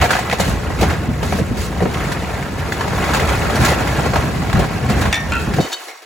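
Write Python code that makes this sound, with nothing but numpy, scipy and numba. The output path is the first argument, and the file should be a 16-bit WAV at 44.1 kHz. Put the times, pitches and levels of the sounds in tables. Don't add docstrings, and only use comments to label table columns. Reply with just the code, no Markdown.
import sys
import numpy as np
from scipy import signal
from scipy.fft import rfft, irfft, next_fast_len
from scipy.io import wavfile
from scipy.ndimage import uniform_filter1d
from numba import njit

SR = 44100
rng = np.random.default_rng(int(sys.argv[2]) if len(sys.argv) > 2 else 0)


def digitize_waveform(pressure):
    field = np.atleast_2d(pressure).T
    bounded = np.clip(field, -1, 1)
    quanta = np.round(bounded * 32767).astype(np.int16)
    wavfile.write(sys.argv[1], SR, quanta)


N = 266865
TIME = np.arange(N) / SR
PADDED = next_fast_len(N + SR // 2)
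FREQS = np.fft.rfftfreq(PADDED, 1 / SR)


def undb(db):
    return np.exp(np.asarray(db) * np.log(10) / 20)


def unit(x):
    return x / np.sqrt(np.mean(x ** 2))


def at_hz(table, hz):
    points, values = np.transpose(table)
    return np.interp(np.log(hz + 1), np.log(points), values)


def shape(x, response):
    return irfft(rfft(x, PADDED) * response, PADDED)[..., :N]


def add(track, s, sound):
    start = max(int(s * SR), 0)
    track[start:start + len(sound)] += sound[:N - start]


def walk(rate):
    held = rng.standard_normal(1024)[(TIME * rate).astype(int) % 1024]
    return uniform_filter1d(held, int(SR / rate / 2))


@njit
def ring(length, start, hz, t60, size):
    out = np.zeros(length)
    for k in range(len(start)):
        turn = 2 * np.pi * hz[k] / SR
        keep = np.exp(-np.log(1000) / (t60[k] * SR))
        pull, drag = 2 * keep * np.cos(turn), keep * keep
        now, before = size[k] * np.sin(turn), 0.
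        first = int(start[k] * SR)
        for i in range(first, min(length, first + int(.8 * t60[k] * SR))):
            out[i] += now
            now, before = pull * now - drag * before, now
    return out


def pieces(length, start, size, hz, octaves, cycles, count=4):
    chance = rng.uniform(-1, 1, (len(start), count, 3))
    modes = hz * 2 ** (octaves * (chance[..., 0] + chance[..., 1]))
    audible = modes < SR / 2
    push = size[:, None] * np.sign(chance[..., 2]) * np.sqrt(modes / hz) * audible
    t60 = cycles / modes.ravel()
    return ring(length, np.repeat(start, count), modes.ravel(), t60, push.ravel())


def breakup(db, hz, settle_s, octaves, cycles, count):
    order = np.arange(count) / count
    late = -np.log(1 - order - rng.random(count) * (order > 0) / count)
    burst = pieces(SR // 4, abs(settle_s) * late, np.exp(-.3 * late), hz, octaves, cycles)
    loudest = np.sqrt(uniform_filter1d(burst ** 2, size=512).max())
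    return undb(db) * burst / loudest


def engine():
    firing_hz = 74.7 * (1 + 0.089 * walk(25))
    phase = 2 * np.pi * np.cumsum(firing_hz) / SR
    rough_db = 2.5 * walk(18)
    return undb(-33.5) * unit(np.sin(phase) * undb(rough_db))


def echoes(scatter_db, scatter_s, tail_db):
    t60_s, dull_hz = 0.42, 4900
    t = TIME[:SR // 2]
    early, late = rng.standard_normal((2, len(t)))
    scatter = early * np.exp(-t / scatter_s) * (t > .003)
    dull = signal.sosfilt(signal.butter(1, dull_hz, fs=SR, output="sos"), late)
    tail = dull * np.exp(-np.log(1000) * t / t60_s)
    response = undb(scatter_db) * unit(scatter) + undb(tail_db) * unit(tail)
    return rfft(response, PADDED) / np.sqrt(len(t))


def flow():
    # (time [s], level [dB])
    pour = [(0, -25.5), (1.1, -32.5), (1.75, -32), (2.05, -26.5), (2.5, -30), (2.79, -28.5), (2.98, -23),
            (3.15, -21), (3.5, -21.5), (4.17, -24), (4.33, -27.5), (5.66, -31), (5.8, -38.5), (6.05, -43)]
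    # (time [s], level [dB])
    masonry = [(0, -27), (0.35, -29.5), (0.5, -19.5), (2.45, -24), (3.6, -19), (5.08, -20), (5.18, -29.5),
               (5.3, -19), (5.6, -16.5), (5.72, -49), (6.05, -82)]
    # (time [s], length before release [s],
    # masonry level [dB], brick level [dB], grit level [dB])
    slides = [(0.01, 0.042, -38, -18.5, -30.5), (0.091, 0.072, -50, -20.5, -31.5),
              (0.382, 0.13, -27, -27, -31), (0.784, 0.15, -21.5, -26, -37.5),
              (1.226, 0.16, -21, -33, -34.5), (1.566, 0.1, -22, -45, -34.5), (3.6, 0.11, -21, -20.5, -28.5),
              (4.544, 0.069, -16, -23.5, -42), (4.886, 0.19, -18.5, -27, -39), (5.39, 0.039, -37, -38, -36),
              (5.558, 0.32, -70, -37.5, -38.5), (5.83, 0.16, -80, -52, -44.5)]
    attack_s, release_s = 0.0048, 0.031
    pour_db = np.interp(TIME, *np.transpose(pour))
    masonry_db = np.interp(TIME, *np.transpose(masonry))
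    grit_db = -15.5 + 0.84 * pour_db
    power = undb([masonry_db, pour_db, grit_db]) ** 2
    for s, length_s, *levels_db in slides:
        rise = np.clip((TIME - s) / attack_s, 0, 1)
        decay = np.exp(-np.maximum(TIME - s - length_s, 0) / release_s)
        power = power + np.outer(undb(levels_db), rise * decay) ** 2
    return 10 * np.log10(power)


def rubble():
    # (pitch [Hz], level relative to the flow [dB], ringing to -60 dB [cycles])
    sizes = [(67.5, -5.5, 16.4), (137.6, -6, 12.3), (239.3, -9.5, 20.6), (334.4, -9, 23.4),
             (717.4, -6, 21.3), (1340, -6.5, 138), (2588, -9.5, 43), (6015, -1.5, 210), (11860, -5, 290)]
    rates = [130, 170, 200, 260, 360, 480, 660, 1200, 1800]
    masonry_db, brick_db, grit_db = flow()
    surge_db, out = walk(24), 0
    for (hz, db, cycles), rate in zip(sizes, rates):
        heavy = at_hz([(170, 0.93), (650, 0.075)], hz)
        fine = at_hz([(1800, 0.0055), (5500, 0.9)], hz)
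        flow_db = heavy * masonry_db + fine * grit_db + (1 - heavy - fine) * brick_db
        when, luck = rng.random((rate * N // SR, 2)).T
        size = undb(-(1.0 - 0.3 * heavy) * np.log(luck + 0.016))
        fall = pieces(N, when * N / SR, size, hz, octaves=.75 - 0.21 * heavy, cycles=cycles)
        out = out + unit(fall) * undb(db + flow_db + surge_db)
    return out


def metal(count=7):
    parts = {"bar": [(1821, -1.5, 0.47), (1749, -6, 0.2), (1895, -0.5, 0.15), (2266, -6, 0.29),
                     (2408, -8, 0.3), (2553, -5, 0.24), (2745, -3, 0.11), (3489, 0, 0.17), (3552, -3, 0.12),
                     (3624, -3, 0.28), (5604, -8, 0.42), (5688, -6.5, 0.36), (6029, -7, 0.15),
                     (8258, -14, 0.17)], "pipe": [(1373, 3, 0.56), (921, -5, 0.37), (1458, -2, 0.5),
                                          (1529, -3, 0.3), (1757, -9, 0.5), (1900, -9, 0.5),
                                          (2482, 0, 0.22), (2541, -3, 0.32), (2616, -6, 0.45),
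                                          (2683, -4, 0.33), (2767, -3, 0.2), (3177, -9, 0.45),
                                          (4037, -11, 0.24)], "bracket": [(2997, -8.5, 0.31), (3160, -14, 0.2),
                                                                   (3620, -2, 0.061), (3750, 0.5, 0.084),
                                                                   (4240, -1, 0.07), (4470, 0, 0.16),
                                                                   (5200, -3, 0.08), (6100, -8, 0.097),
                                                                   (6100, -1, 0.079), (7000, -6, 0.1),
                                                                   (7740, -12, 0.18)], "rod": [(2140, -1, 0.32),
                                                                                           (2230, -7, 0.2),
                                                                                           (4080, -10, 0.27),
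                                                                                           (5650, -1, 0.38)]}
    # (time [s], ringing level [dB], contact crack level [dB],
    # mean time between touches [s], weakening per touch [dB], part)
    metal_hits = [(5.127, -22, -15.5, 0.013, 4.5, "bar"), (5.321, -26.5, -24, 0.016, 3, "pipe"),
                  (5.604, -29.5, -34, 0.0062, 1.5, "bracket"), (5.651, -35, -42, 0.016, 5, "bracket"),
                  (5.719, -30, -34, 0.004, 0, "bracket"), (5.728, -26, -27, 0.004, 6, "bracket"),
                  (5.884, -36, -35, 0.013, 3.5, "rod")]
    jitter, detune_share = 0.22, 0.0177
    damping = 0.4
    track = np.zeros(N)
    for s, db, crack_db, gap_s, fall_db, part in metal_hits:
        hz, mode_db, t60 = np.transpose(parts[part])
        for touch in range(count):
            detune, sign = rng.uniform(-1, 1, (2, len(hz)))
            bounced = touch > 0
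            at_s = s + gap_s * (touch + jitter * bounced * rng.uniform(-1, 1))
            push = undb(db + mode_db - fall_db * touch) * np.sign(sign)
            rings_s = t60 * (1 - damping * bounced)
            modes = hz * (1 + detune_share * bounced * detune)
            add(track, at_s, ring(SR // 2, np.zeros(len(hz)), modes, rings_s, push))
            crack = breakup(crack_db - fall_db * touch, 1.9 * hz[0], settle_s=0.0016,
                            octaves=1.35, cycles=93, count=24)
            add(track, at_s, crack)
    return track


def thud(db, hz):
    return breakup(db - 9.0, hz, settle_s=0.00998, octaves=0.575, cycles=15.0, count=6)


def plank(db, hz):
    # (nominal multiple of its pitch, relative level [dB])
    plank_modes = [(1, 0.5), (1.42, -11.5), (2.13, -10.5), (3.05, -7), (4.3, -22)]
    ratio, mode_db = np.transpose(plank_modes)
    modes = hz * ratio * (1 + 0.088 * rng.uniform(-0.87, 1, len(ratio)))
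    t60 = 25 / np.sqrt(modes * hz)
    return ring(SR // 4, np.zeros(len(modes)), modes, t60, undb(db + mode_db))


def strike(db, hz, settle_s, splinter_db):
    body = breakup(db - 12.0, hz, settle_s, octaves=0.521, cycles=34.6, count=10)
    chip_db = at_hz([(400, -27.0), (750, -19.0)], hz)
    chips = breakup(db + chip_db, 2.65 * hz, settle_s, octaves=0.905, cycles=52, count=14)
    splinters = breakup(splinter_db - 9.5, 5944, settle_s=0.01, octaves=1.2, cycles=340, count=60)
    return plank(db - 10.5, hz) + body + chips + splinters


def crashes():
    # (time [s], level before the thud's trim [dB], pitch [Hz])
    thuds = [(0.002, -3.5, 81.5), (0.399, -7.5, 118), (0.476, -11, 130), (0.816, -3.5, 200),
             (1.087, -5, 135), (1.398, -7, 175), (1.51, -7, 151), (1.818, -5, 303), (3.595, -7, 140),
             (4.156, -8, 138.5), (4.541, -1, 125), (4.575, -3.5, 170), (4.9, -7, 165), (5.472, -13, 150),
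             (5.595, -4.5, 356), (5.643, -14, 328)]
    # (time [s], level before the layers' trims [dB], pitch [Hz],
    # time constant of the clatter [s], glass and plaster splinters before their trim [dB])
    knocks = [(0.013, -8, 2000, 0.012, -14.5), (0.021, -4.5, 735, 0.0096, -20),
              (0.039, -6.5, 720, 0.0054, -15), (0.053, -10, 696, 0.003, -28),
              (0.106, -3.5, 1360, 0.006, -13), (0.132, -7.5, 1435, 0.004, -32),
              (0.152, -6, 800, 0.00296, -22), (0.166, -13, 1700, 0.006, -27),
              (0.188, -11.5, 773, 0.0041, -18), (0.298, -12.5, 1880, 0.0026, -28),
              (0.312, -11, 2060, 0.0059, -26), (0.326, -4.5, 773, 0.003, -16.5),
              (0.398, -3, 558, 0.0034, -9.5), (0.702, -16, 710, 0.0033, -45),
              (0.81, -11.5, 620, 0.0053, -14), (0.827, -5.5, 742, 0.0074, -16.5),
              (0.9, -14, 1410, 0.01, -29), (1.228, -12.5, 780, 0.01, -26), (1.324, -7.5, 687, 0.0029, -25),
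              (1.388, -12, 540, 0.0081, -32), (1.805, -10.5, 600, 0.0027, -44),
              (1.823, -11.5, 676, 0.0039, -26), (1.855, -5, 470, 0.0028, -45),
              (1.943, -15.5, 2050, 0.0051, -43), (2.118, -14, 1210, 0.0096, -20),
              (2.426, -17, 1760, 0.0032, -33), (2.721, -11.5, 1500, 0.0031, -19.5),
              (2.809, -9, 950, 0.0037, -25), (2.877, -14.5, 784, 0.0045, -25),
              (3.04, -14, 1700, 0.0056, -24), (3.135, -9.5, 1130, 0.0053, -13.5),
              (3.147, -6, 930, 0.0031, -15.5), (3.166, -10, 790, 0.005, -17),
              (3.197, -11, 1900, 0.0078, -20), (3.289, -10, 1170, 0.0038, -23),
              (3.498, -12, 830, 0.0033, -22), (3.555, -15, 1430, 0.0094, -15.5),
              (3.648, -9, 1355, 0.0084, -8), (3.68, -13, 1200, 0.0087, -14), (3.872, -14, 1015, 0.005, -21),
              (3.99, -13, 925, 0.0041, -38), (4.058, -8, 604, 0.0048, -22), (4.135, -8, 757, 0.0036, -22),
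              (4.158, -3.5, 850, 0.002, -19), (4.419, -14, 805, 0.004, -29),
              (4.498, -14, 1210, 0.0018, -28), (4.529, -9.5, 1230, 0.0022, -20.5),
              (4.592, -8, 560, 0.0065, -17), (4.64, -16, 910, 0.0056, -26),
              (4.897, -13, 746, 0.0081, -17.5), (5.012, -15, 1480, 0.013, -16.5),
              (5.055, -10, 860, 0.0073, -26), (5.537, -18, 1480, 0.0072, -21.5),
              (5.586, -6.5, 471, 0.008, -32), (5.882, -27, 653, 0.005, -29), (6.021, -33, 477, 0.0061, -33)]
    ground_hz, big_piece_hz = 168.4, 610
    out = np.zeros(N)
    for s, db, hz in thuds:
        add(out, s, thud(db, hz))
    for s, db, hz, settle_s, splinter_db in knocks:
        octaves_above = max(np.log2(hz / big_piece_hz), 0)
        weight_db = -10 - 17 * octaves_above
        add(out, s, strike(db, hz, settle_s, splinter_db) + thud(db + weight_db, ground_hz))
    return out


def scene():
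    # (frequency [Hz], level [dB])
    width = [(60, -13.5), (250, -12.5), (650, -7), (1300, -9.5), (2500, -12), (4800, 1.5), (7500, -18),
             (15000, -33)]
    ahead = rubble() + crashes() + metal() + engine()
    aside = shape(rubble() + crashes(), undb(at_hz(width, FREQS)))
    street = np.array([echoes(scatter_db=-8.5, scatter_s=0.0026, tail_db=-13) for _ in range(2)])
    echo_gain = at_hz([(120, 0.23), (600, 0.72)], FREQS)
    return shape(np.array([ahead + aside, ahead - aside]), 1 + street * echo_gain)


def record(dry):
    # (frequency [Hz], gain [dB])
    mic = [(20, -21), (36, -12.5), (55, 2.5), (120, 3), (200, 3), (400, 1.5), (780, 4), (1200, 2),
           (2000, 5), (3000, 1.5), (4200, 0), (5200, -3), (7000, 0), (15500, -3)]
    # (frequency [Hz], phase [rad])
    ports = [(0, 0), (2200, 0), (3000, .9), (4500, .3), (7000, 0), (9050, -3.1), (11100, -6.3),
             (13200, -9.4), (15200, -12.6)]
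    fade_s, fade_constant_s, bass_hz = 5.62, 0.022, 290
    top_hz = 16000
    lead = np.interp(FREQS, *np.transpose(ports))
    x = shape(dry, undb(at_hz(mic, FREQS)) * np.exp(.5j * np.array([lead, -lead])))
    thin = signal.sosfilt(signal.butter(6, bass_hz, "high", fs=SR, output="sos"), x)
    bass = np.exp(-np.maximum(TIME - fade_s, 0) / fade_constant_s)
    x = np.tanh(bass * x + (1 - bass) * thin)
    return signal.sosfilt(signal.ellip(8, .2, 80, top_hz, fs=SR, output="sos"), x)


dry = scene()
out = record(dry)
digitize_waveform(out)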